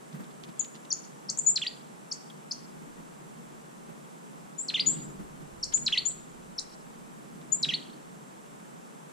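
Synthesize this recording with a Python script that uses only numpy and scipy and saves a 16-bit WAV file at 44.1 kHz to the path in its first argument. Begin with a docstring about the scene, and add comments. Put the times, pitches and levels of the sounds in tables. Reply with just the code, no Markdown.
"""At a wooden window feeder, tits squabble in thin whistles, sharp ticks and quick down-swept chatter.
Each note is a frequency-modulated tone with weak overtones, heard directly and by reflection from wall and feeder.
Shaped noise bursts give the whirring wings and the claws and beaks that scratch among the seeds.
Steady coloured noise gives a distant outdoor rush and faint hiss; low noise puffs are air on the microphone."""
import sys
import numpy as np
from scipy import signal
from scipy.fft import rfft, irfft, next_fast_len
from scipy.io import wavfile
from scipy.ndimage import uniform_filter1d

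SR = 44100
rng = np.random.default_rng(int(sys.argv[2]) if len(sys.argv) > 2 else 0)


def to_wav(s):
    """Save 16-bit WAV."""
    ch = np.atleast_2d(s).T  # columns
    pcm = np.round(np.clip(ch, -1, 1) * 32767)  # PCM
    wavfile.write(sys.argv[1], SR, pcm.astype(np.int16))


N = 402191  # length in samples
TOP_HZ = 15200  # band limit of the notes and of the whole mix


def amp(db):
    """Level to amplitude: 20 dB is a factor of ten."""
    return 10 ** (np.asarray(db) / 20)


def unit(x):
    """Normalisation: scale to rms 1."""
    return x / np.sqrt(np.mean(x ** 2) + 1e-20)


def along(points, hz):
    """Logarithmic frequency scale: interpolate (f/Hz, value) points along it."""
    f, values = np.transpose(points)
    return np.interp(np.log(hz + 1), np.log(f + 1), values)


def filtered(x, response):
    """Linear filtering: multiply the spectrum of x by a function of frequency."""
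    n = x.shape[-1]
    padded = next_fast_len(n + 8192)
    spectrum = rfft(x, padded) * response(np.fft.rfftfreq(padded, 1 / SR))
    return irfft(spectrum, padded)[..., :n]


def panned(x, balance):
    """Interchannel level difference: half raises the left, half lowers the right, by frequency."""
    return filtered(x, lambda hz: amp(np.outer([.5, -.5], along(balance, hz))))


def add(track, s, sound):
    """Superposition: sum a sound into the track from time s, in seconds."""
    start = max(round(s * SR), 0)
    part = track[..., start:start + sound.shape[-1]]
    part += sound[..., :part.shape[-1]]


def wobble(count, size):
    """Random modulation: a moving average of noise over size samples, with rms 1."""
    return unit(uniform_filter1d(rng.standard_normal(count), size=size))


def spread(pair, spectrum, width):
    """Mid-side stereo: two signals are coloured, then summed into left and differenced into right."""
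    def colour(hz):
        side_gain = amp(along(width, hz))
        shares = np.array([np.ones_like(hz), side_gain]) / np.hypot(1, side_gain)
        return amp(along(spectrum, hz)) * shares
    mid, side = filtered(pair, colour)
    return np.array([mid + side, mid - side])


# Stereo width of all noise: f/Hz, side-to-mid level/dB
NOISE_WIDTH = [(60, 0.5), (110, -9.5), (200, 2.5), (380, 1), (700, 8), (1290, 5), (2380, 1.5), (4400, -5.5),
               (8120, 1.5), (15000, 0)]
# Stereo balance of all noise: f/Hz, left-to-right level/dB
NOISE_BALANCE = [(50, -5.5), (150, -2), (280, 0), (800, 0), (6800, 0), (7800, -7), (9000, -3.5),
                 (11000, -0.5)]


def noise(spectrum, drive=1):
    """Shaped noise: white noise is modulated by drive, then coloured; the mid has rms 1 at drive 1."""
    hz = np.linspace(0, SR / 2, 8192)
    mid_share = 1 / (1 + amp(along(NOISE_WIDTH, hz)) ** 2)
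    mid_power = np.mean(amp(along(spectrum, hz)) ** 2 * mid_share)
    source = drive * rng.standard_normal((2, N))
    stereo = spread(source, spectrum, NOISE_WIDTH)
    return panned(stereo, NOISE_BALANCE) / np.sqrt(mid_power)


def swells(events, rise, lead=0):
    """Transient envelope: each (t/s, level/dB) event starts lead early, peaks after rise, then decays."""
    envelope = np.zeros(N)
    u = np.arange(SR // 4) / SR / rise
    for s, db in events:
        add(envelope, s - lead, amp(db) * u ** 2 * np.exp(2 * (1 - u)))
    return envelope


# Spectra of the distant rumble and rush: f/Hz, relative level per Hz/dB
RUMBLE_SPECTRUM = [(90, -44.5), (112, -40), (135, -3), (160, 1.5), (235, 0), (320, -11), (450, -11.5),
                   (800, -41)]
RUSH_SPECTRUM = [(120, -41.5), (300, -0.5), (480, -1.5), (850, -1.5), (1200, -5), (2000, -13.5),
                 (3500, -20.5), (7000, -35)]
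RUMBLE_DB, RUSH_DB = -54, -56
RUMBLE_DRIFT_DB = 1.24  # rms wander of the rumble level


def distance():
    """Broadband noise with slow amplitude modulation: a wandering low rumble under a steady rush."""
    rumble_level = amp(RUMBLE_DB + RUMBLE_DRIFT_DB * wobble(N, size=12000))
    return rumble_level * noise(RUMBLE_SPECTRUM) + amp(RUSH_DB) * noise(RUSH_SPECTRUM)


# Spectrum of the microphone's hiss: f/Hz, relative level per Hz/dB
HISS_SPECTRUM = [(1500, -12.5), (4500, -6), (6000, 0.5), (6900, 1.5), (7700, 6), (8300, 1.5), (10000, -0.5),
                 (12500, -9), (15000, -50)]
HISS_DB = -63.5


def hiss():
    """Stationary noise: the microphone's steady hiss has a fixed spectrum and level."""
    return amp(HISS_DB) * noise(HISS_SPECTRUM)


# Spectrum of air on the microphone: f/Hz, relative level per Hz/dB
BUFFET_SPECTRUM = [(15, 2), (40, 5), (80, -0.5), (130, -4.5), (300, -41)]
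# Puffs of air: t/s at full strength, hold/s, level/dB before the eddies
PUFFS = [(2.8, .05, -73.5), (5.198, 0.49, -60.5)]
PUFF_RISE_DB_PER_S, PUFF_FALL_DB_PER_S = 33, 9.5
STILL_AIR_DB, EDDY_DB = -81.5, 2.5  # air between puffs; rms depth of the eddies


def puff():
    """Turbulent buffeting: powers of still air and puffs add, and eddies modulate the low noise."""
    t = np.arange(N) / SR
    power = amp(STILL_AIR_DB) ** 2
    for s, hold, db in PUFFS:
        rise_db = PUFF_RISE_DB_PER_S * np.maximum(s - t, 0)
        fall_db = PUFF_FALL_DB_PER_S * np.maximum(t - s - hold, 0)
        power = power + amp(db - rise_db - fall_db) ** 2
    eddies = amp(EDDY_DB * wobble(N, size=5000))
    return np.sqrt(power) * eddies * noise(BUFFET_SPECTRUM)


def background():
    """Superposition of independent noises: distant sound, air on the microphone and hiss."""
    return distance() + puff() + hiss()


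RUMMAGE_FROM_S, RUMMAGE_TO_S = 0.081, 0.98  # while a bird feeds
RUMMAGE_DB = -47.5  # on the scale of the scratch table


def rummaging(count):
    """Stratified random timing: one faint scratch falls in each equal share of the span."""
    share = (np.arange(count) + rng.random(count)) / count
    times = RUMMAGE_FROM_S + share * (RUMMAGE_TO_S - RUMMAGE_FROM_S)
    return [(s, RUMMAGE_DB) for s in times]


# Claws and beaks among the seeds: t/s, relative level/dB
SCRATCHES = [(0.4354, -39), (0.4868, -46), (0.6155, -42.5), (0.6444, -40), (0.749, -42), (5.726, -32.5),
             (5.7735, -37.5), (7.415, -45)]
# A beak knocks on a seed: t/s, relative level/dB
PECKS = [(2.3013, -44)]
# Spectra of scratched husks and of the struck seed: f/Hz, relative level per Hz/dB
HUSK_SPECTRUM = [(1200, -11), (2400, -7), (3400, -2.5), (4300, -7), (6000, -11), (12000, -28)]
SEED_SPECTRUM = [(1500, -35), (2950, -21), (3300, -6), (3650, -18), (7000, -39)]


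def seeds(grain_db=5):
    """Friction and impact: grainy noise bursts scratch husks and wood; a narrower band is the knock."""
    grain = unit(amp(grain_db * wobble(N, size=80)))
    scrape = swells(SCRATCHES + rummaging(count=9), rise=0.0074, lead=0.0051)
    knock = swells(PECKS, rise=0.0052, lead=0.0033)
    scratches = amp(-11.5) * noise(HUSK_SPECTRUM, grain * scrape)
    return scratches + amp(-7.5) * noise(SEED_SPECTRUM, knock)


# Bouts of wing beats: t/s, length/s, relative level of the first beat/dB
FLUTTERS = [(0.145, .08, -34), (0.481, .03, -39.5), (2.765, .13, -42.5), (2.982, .03, -41),
            (3.889, .03, -36.5), (4.868, .24, -37), (5.195, .03, -35), (5.408, .03, -39),
            (5.774, .09, -41.5), (7.355, .03, -42), (7.61, .13, -40.5)]
# A bird flies past the microphone: t/s when nearest, level/dB
FLIGHTS = [(4.94, -47.5), (7.72, -52.5)]
# Spectra of the beats and of air through feathers: f/Hz, relative level per Hz/dB
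WING_SPECTRUM = [(85, -45), (115, -28), (145, 6), (190, 2), (260, -4), (380, -14), (700, -21),
                 (1800, -25.5), (4000, -42)]
WHIRR_SPECTRUM = [(100, -33), (140, -3), (240, 2), (380, -5), (700, -15), (1300, -18), (4000, -45)]
WINGBEAT_HZ, TIRING_DB_PER_S = 19, 14  # beat rate; fall in level along a bout
PASS_S = 0.19  # time from nearest to half amplitude
DRAUGHT_DB = -39  # air that a beat pushes onto the microphone, relative to the beat envelope


def wings():
    """Aerodynamic noise: beats pulse low noise in bouts, and a passing bird swells a steady whirr."""
    beats = []
    for s, length, db in FLUTTERS:
        for late in np.arange(0, length, 1 / WINGBEAT_HZ):
            beats.append((s + late, db - TIRING_DB_PER_S * late))
    push = swells(beats, rise=0.019, lead=0.01)
    t = np.arange(N) / SR
    whirr = sum(amp(db) / (1 + ((t - s) / PASS_S) ** 2) for s, db in FLIGHTS)
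    flaps = amp(-5.5) * noise(WING_SPECTRUM, push)
    draught = amp(DRAUGHT_DB) * noise(BUFFET_SPECTRUM, push)
    return flaps + noise(WHIRR_SPECTRUM, whirr) + draught


# Early wall echoes: delay t/ms, left level/dB, right level/dB
WALLS = [(5.684, -19, -18), (11.44, -20, -19), (20.84, -37, -42), (28.6, -28, -35)]
# Colour of the late garden echoes: f/Hz, level/dB
GARDEN_TONE = [(1900, 0), (3500, 3.5), (4700, 0), (6000, -3.5), (7500, -2)]
# Colour of all scattered echoes: f/Hz, level/dB
ECHO_TONE = [(1900, 8), (3000, -3), (4300, -4), (5600, 6.5), (7000, 5), (8500, 13)]
# Stereo width of the scattered echoes: f/Hz, side-to-mid level/dB
ECHO_WIDTH = [(1900, -1.5), (3000, -5.5), (4300, -5.5), (5600, 1), (7500, 2)]


def surroundings(near_db, near_t60, far_db, far_t60, build, clump_db):
    """Impulse response: wall echoes, dense scatter under the eaves and uneven late garden returns."""
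    t = np.arange(int(.7 * SR)) / SR

    def tail(db, t60, lumps=1):
        """Exponential decay: noise builds up, then falls 60 dB in t60 seconds."""
        decay = lumps * amp(-60 * t / t60) * (1 - np.exp(-(t / build) ** 2))
        return amp(db) * rng.standard_normal((2, len(t))) * decay / np.linalg.norm(decay)

    garden = tail(far_db, far_t60, amp(clump_db * wobble(len(t), size=500)))
    garden = filtered(garden, lambda hz: amp(along(GARDEN_TONE, hz)))
    echo = spread(tail(near_db, near_t60) + garden, ECHO_TONE, ECHO_WIDTH)
    for ms, *sides_db in WALLS:
        for side, db in zip(echo, sides_db):
            add(side, ms / 1000, amp([db]))
    return echo


# Overtones of the syrinx: multiple of the contour frequency, mean level/dB before the throat
OVERTONES = [(2, -20.5), (3, -30)]
# Passband of the throat: f/Hz, level/dB
THROAT = [(1300, -11.5), (2000, -21), (2700, -3), (3300, 1), (4500, 2), (6000, -4), (7500, -8), (9200, -15),
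          (14000, -40)]


def note(shape, pitch, length, swell_db, depth, jitter, flutter_db):
    """Source and filter: a gliding tone and unsteady overtones, weighted by the throat's passband."""
    ms, hz, effort_db = np.transpose(shape)
    knots = np.maximum.accumulate(ms) * length / 1000
    t = np.arange(SR // 8) / SR
    # depth stretches the sweep about its median frequency
    contour = pitch * hz * (hz / np.median(hz)) ** (depth - 1)
    glide = uniform_filter1d(np.interp(t, knots, contour), size=70)
    f0 = glide * (1 + jitter * wobble(len(t), size=40))
    phase = 2 * np.pi * np.cumsum(f0) / SR

    onset = np.minimum(t / 0.00056, 1)
    gate = uniform_filter1d(1. * (t < knots[-1]), size=40) * onset
    swell = swell_db * (np.minimum(t / knots[-1], 1) - .5)
    effort = gate * amp(np.interp(t, knots, effort_db) + swell)

    def partial(k):
        """Resonance: the throat sets the level of the partial at k times the contour."""
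        audible = k * f0 < TOP_HZ
        return amp(along(THROAT, k * f0)) * audible * np.sin(k * phase)

    overtones = 0
    for k, db in OVERTONES:
        flutter = flutter_db * wobble(len(t), size=200)
        overtones = overtones + amp(db + flutter) * partial(round(k))
    # the fundamental lies 1 % below the contour, so the overtones are slightly sharp of it
    return effort * (partial(0.99) + overtones)


# Note contours: t/ms, f/Hz, effort level/dB, all before the delivery of each utterance
WHISTLE = [(0, 6840, -14.5), (4, 6900, -3.5), (12.8, 6910, 2), (17.7, 7030, -1), (27.1, 7290, -4.5),
           (36.6, 7620, -4), (44.4, 8020, -18), (54.2, 7800, -13)]
TICK = [(0, 5600, -18), (3, 5600, -3.5), (6, 5450, -2.5), (9, 4750, -2.5), (11.5, 4240, -1), (13, 5300, -6),
        (14.5, 6240, 5), (16.5, 8000, 0), (19.5, 9000, -20)]
SLUR = [(0, 6150, -9), (6, 5750, -7), (10.9, 5450, -11), (15.5, 4450, -7), (18.4, 4400, -12),
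        (21.2, 6100, -3.5), (24.8, 6960, 7), (28, 7050, -7), (30, 7000, -22)]
DROP = [(0, 8600, -15), (2, 7830, -2.5), (4, 7200, 2), (9.04, 6900, -0.5), (13.7, 6700, -6), (19, 6800, -2),
        (22, 6260, -18)]
HOOK = [(0, 5900, -21), (2, 6850, -4.5), (5, 7700, -22), (10, 8730, -14), (15, 7600, 2), (22, 6900, -5),
        (24.8, 7000, 2.5), (28, 7300, -18)]
CHIP = [(0, 8200, -14), (3.1, 5800, -8), (6.4, 4500, -3.5), (10.1, 4150, -2), (15.8, 3930, -4.5),
        (18.7, 4200, 0.5), (23.18, 2600, -7), (29.6, 1400, -1)]
WARBLE = [(0, 1450, -8.5), (10.62, 3500, -2.5), (27.08, 2690, -3.5), (32.25, 2130, -5.5), (44.4, 1910, 0.5),
          (54.8, 2130, -3), (60.2, 3800, -0.4), (66.5, 4620, -4.5), (76.3, 4250, -8)]
# Utterances: t/s, relative level/dB, pitch ratio, length ratio, start-to-end swell/dB, sweep depth (exponent)
WHISTLES = [(1.462, -9, 1.001, 1.08, 2.5, 0.86), (4.58, -20.5, 1.024, 1.01, 13, 0.75),
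            (4.861, -12, 1.004, 1.25, 5, 0.9), (5.737, -14.5, 1.012, 0.9, -9, 1.25),
            (6.052, -15, 1.011, 0.98, 4, 1), (7.520, -15.5, 1.015, .92, -8, 0.88)]
TICKS = [(1.285, -24.5, 1, 1.05, 18.5, 0.95), (2.1125, -24.5, 1.005, 0.94, -1, 0.95),
         (2.51, -24, 0.93, 0.82, -6, 0.76), (5.6278, -22.5, 1.013, 1, -10, 1.08),
         (6.5806, -24.5, 1.004, 1.06, -8, 1.38)]
SLURS = [(0.904, -18, 1, 0.99, 0, 1)]
DROPS = [(.592, -16, 1.01, 1, 0, 0.89)]
HOOKS = [(1.373, -15, 1.005, 0.99, 0, .95)]
CHIPS = [(1.555, -20.5, 1.025, 1.04, -9.5, 1), (4.6803, -24.5, 1.034, 1.01, 3, 0.93),
         (5.86, -18, 1, 1, 0, 0.96), (7.6262, -19, 0.97, 1.05, -6, 0.91)]
WARBLES = [(1.6114, -23.5, 1.01, .96, 0, 1.1), (4.7354, -19, 1.05, 1.06, 1, 1.05),
           (5.918, -17.5, 1.01, 1, 0, .99), (7.6817, -20.5, 0.99, 0.97, 0, 0.99)]
# Balance of the microphone's two ports toward the birds: f/Hz, left-to-right level/dB
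PORTS = [(1300, 5), (2000, 9.5), (2900, -4), (4000, 1), (5000, 2.5), (5700, 3.5), (6900, 11.5), (7600, 6),
         (8500, -14)]


def birds():
    """Direct and reflected sound: each note reaches both ports, then is convolved with its echoes."""
    out = np.zeros((2, N))
    repertoire = [(WHISTLE, WHISTLES), (TICK, TICKS), (SLUR, SLURS), (DROP, DROPS),
                  (HOOK, HOOKS), (CHIP, CHIPS), (WARBLE, WARBLES)]
    for shape, utterances in repertoire:
        for s, db, *delivery in utterances:
            voice = amp(db) * note(shape, *delivery, jitter=0.0038, flutter_db=2.5)
            echo = surroundings(near_db=-10, near_t60=0.16, far_db=-14, far_t60=0.54,
                                build=0.0011, clump_db=4.5)
            add(out, s, amp(-1) * panned(voice, PORTS))
            add(out, s, signal.fftconvolve(voice[None], echo, axes=1))
    return out


def scene():
    """Superposition: background, seeds and wings lie under the birds at the feeder."""
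    return background() + seeds() + wings() + birds()


def record(dry):
    """Band limitation: nothing passes at or above the top frequency."""
    return filtered(dry, lambda hz: hz < TOP_HZ)


dry = scene()
out = record(dry)
to_wav(out)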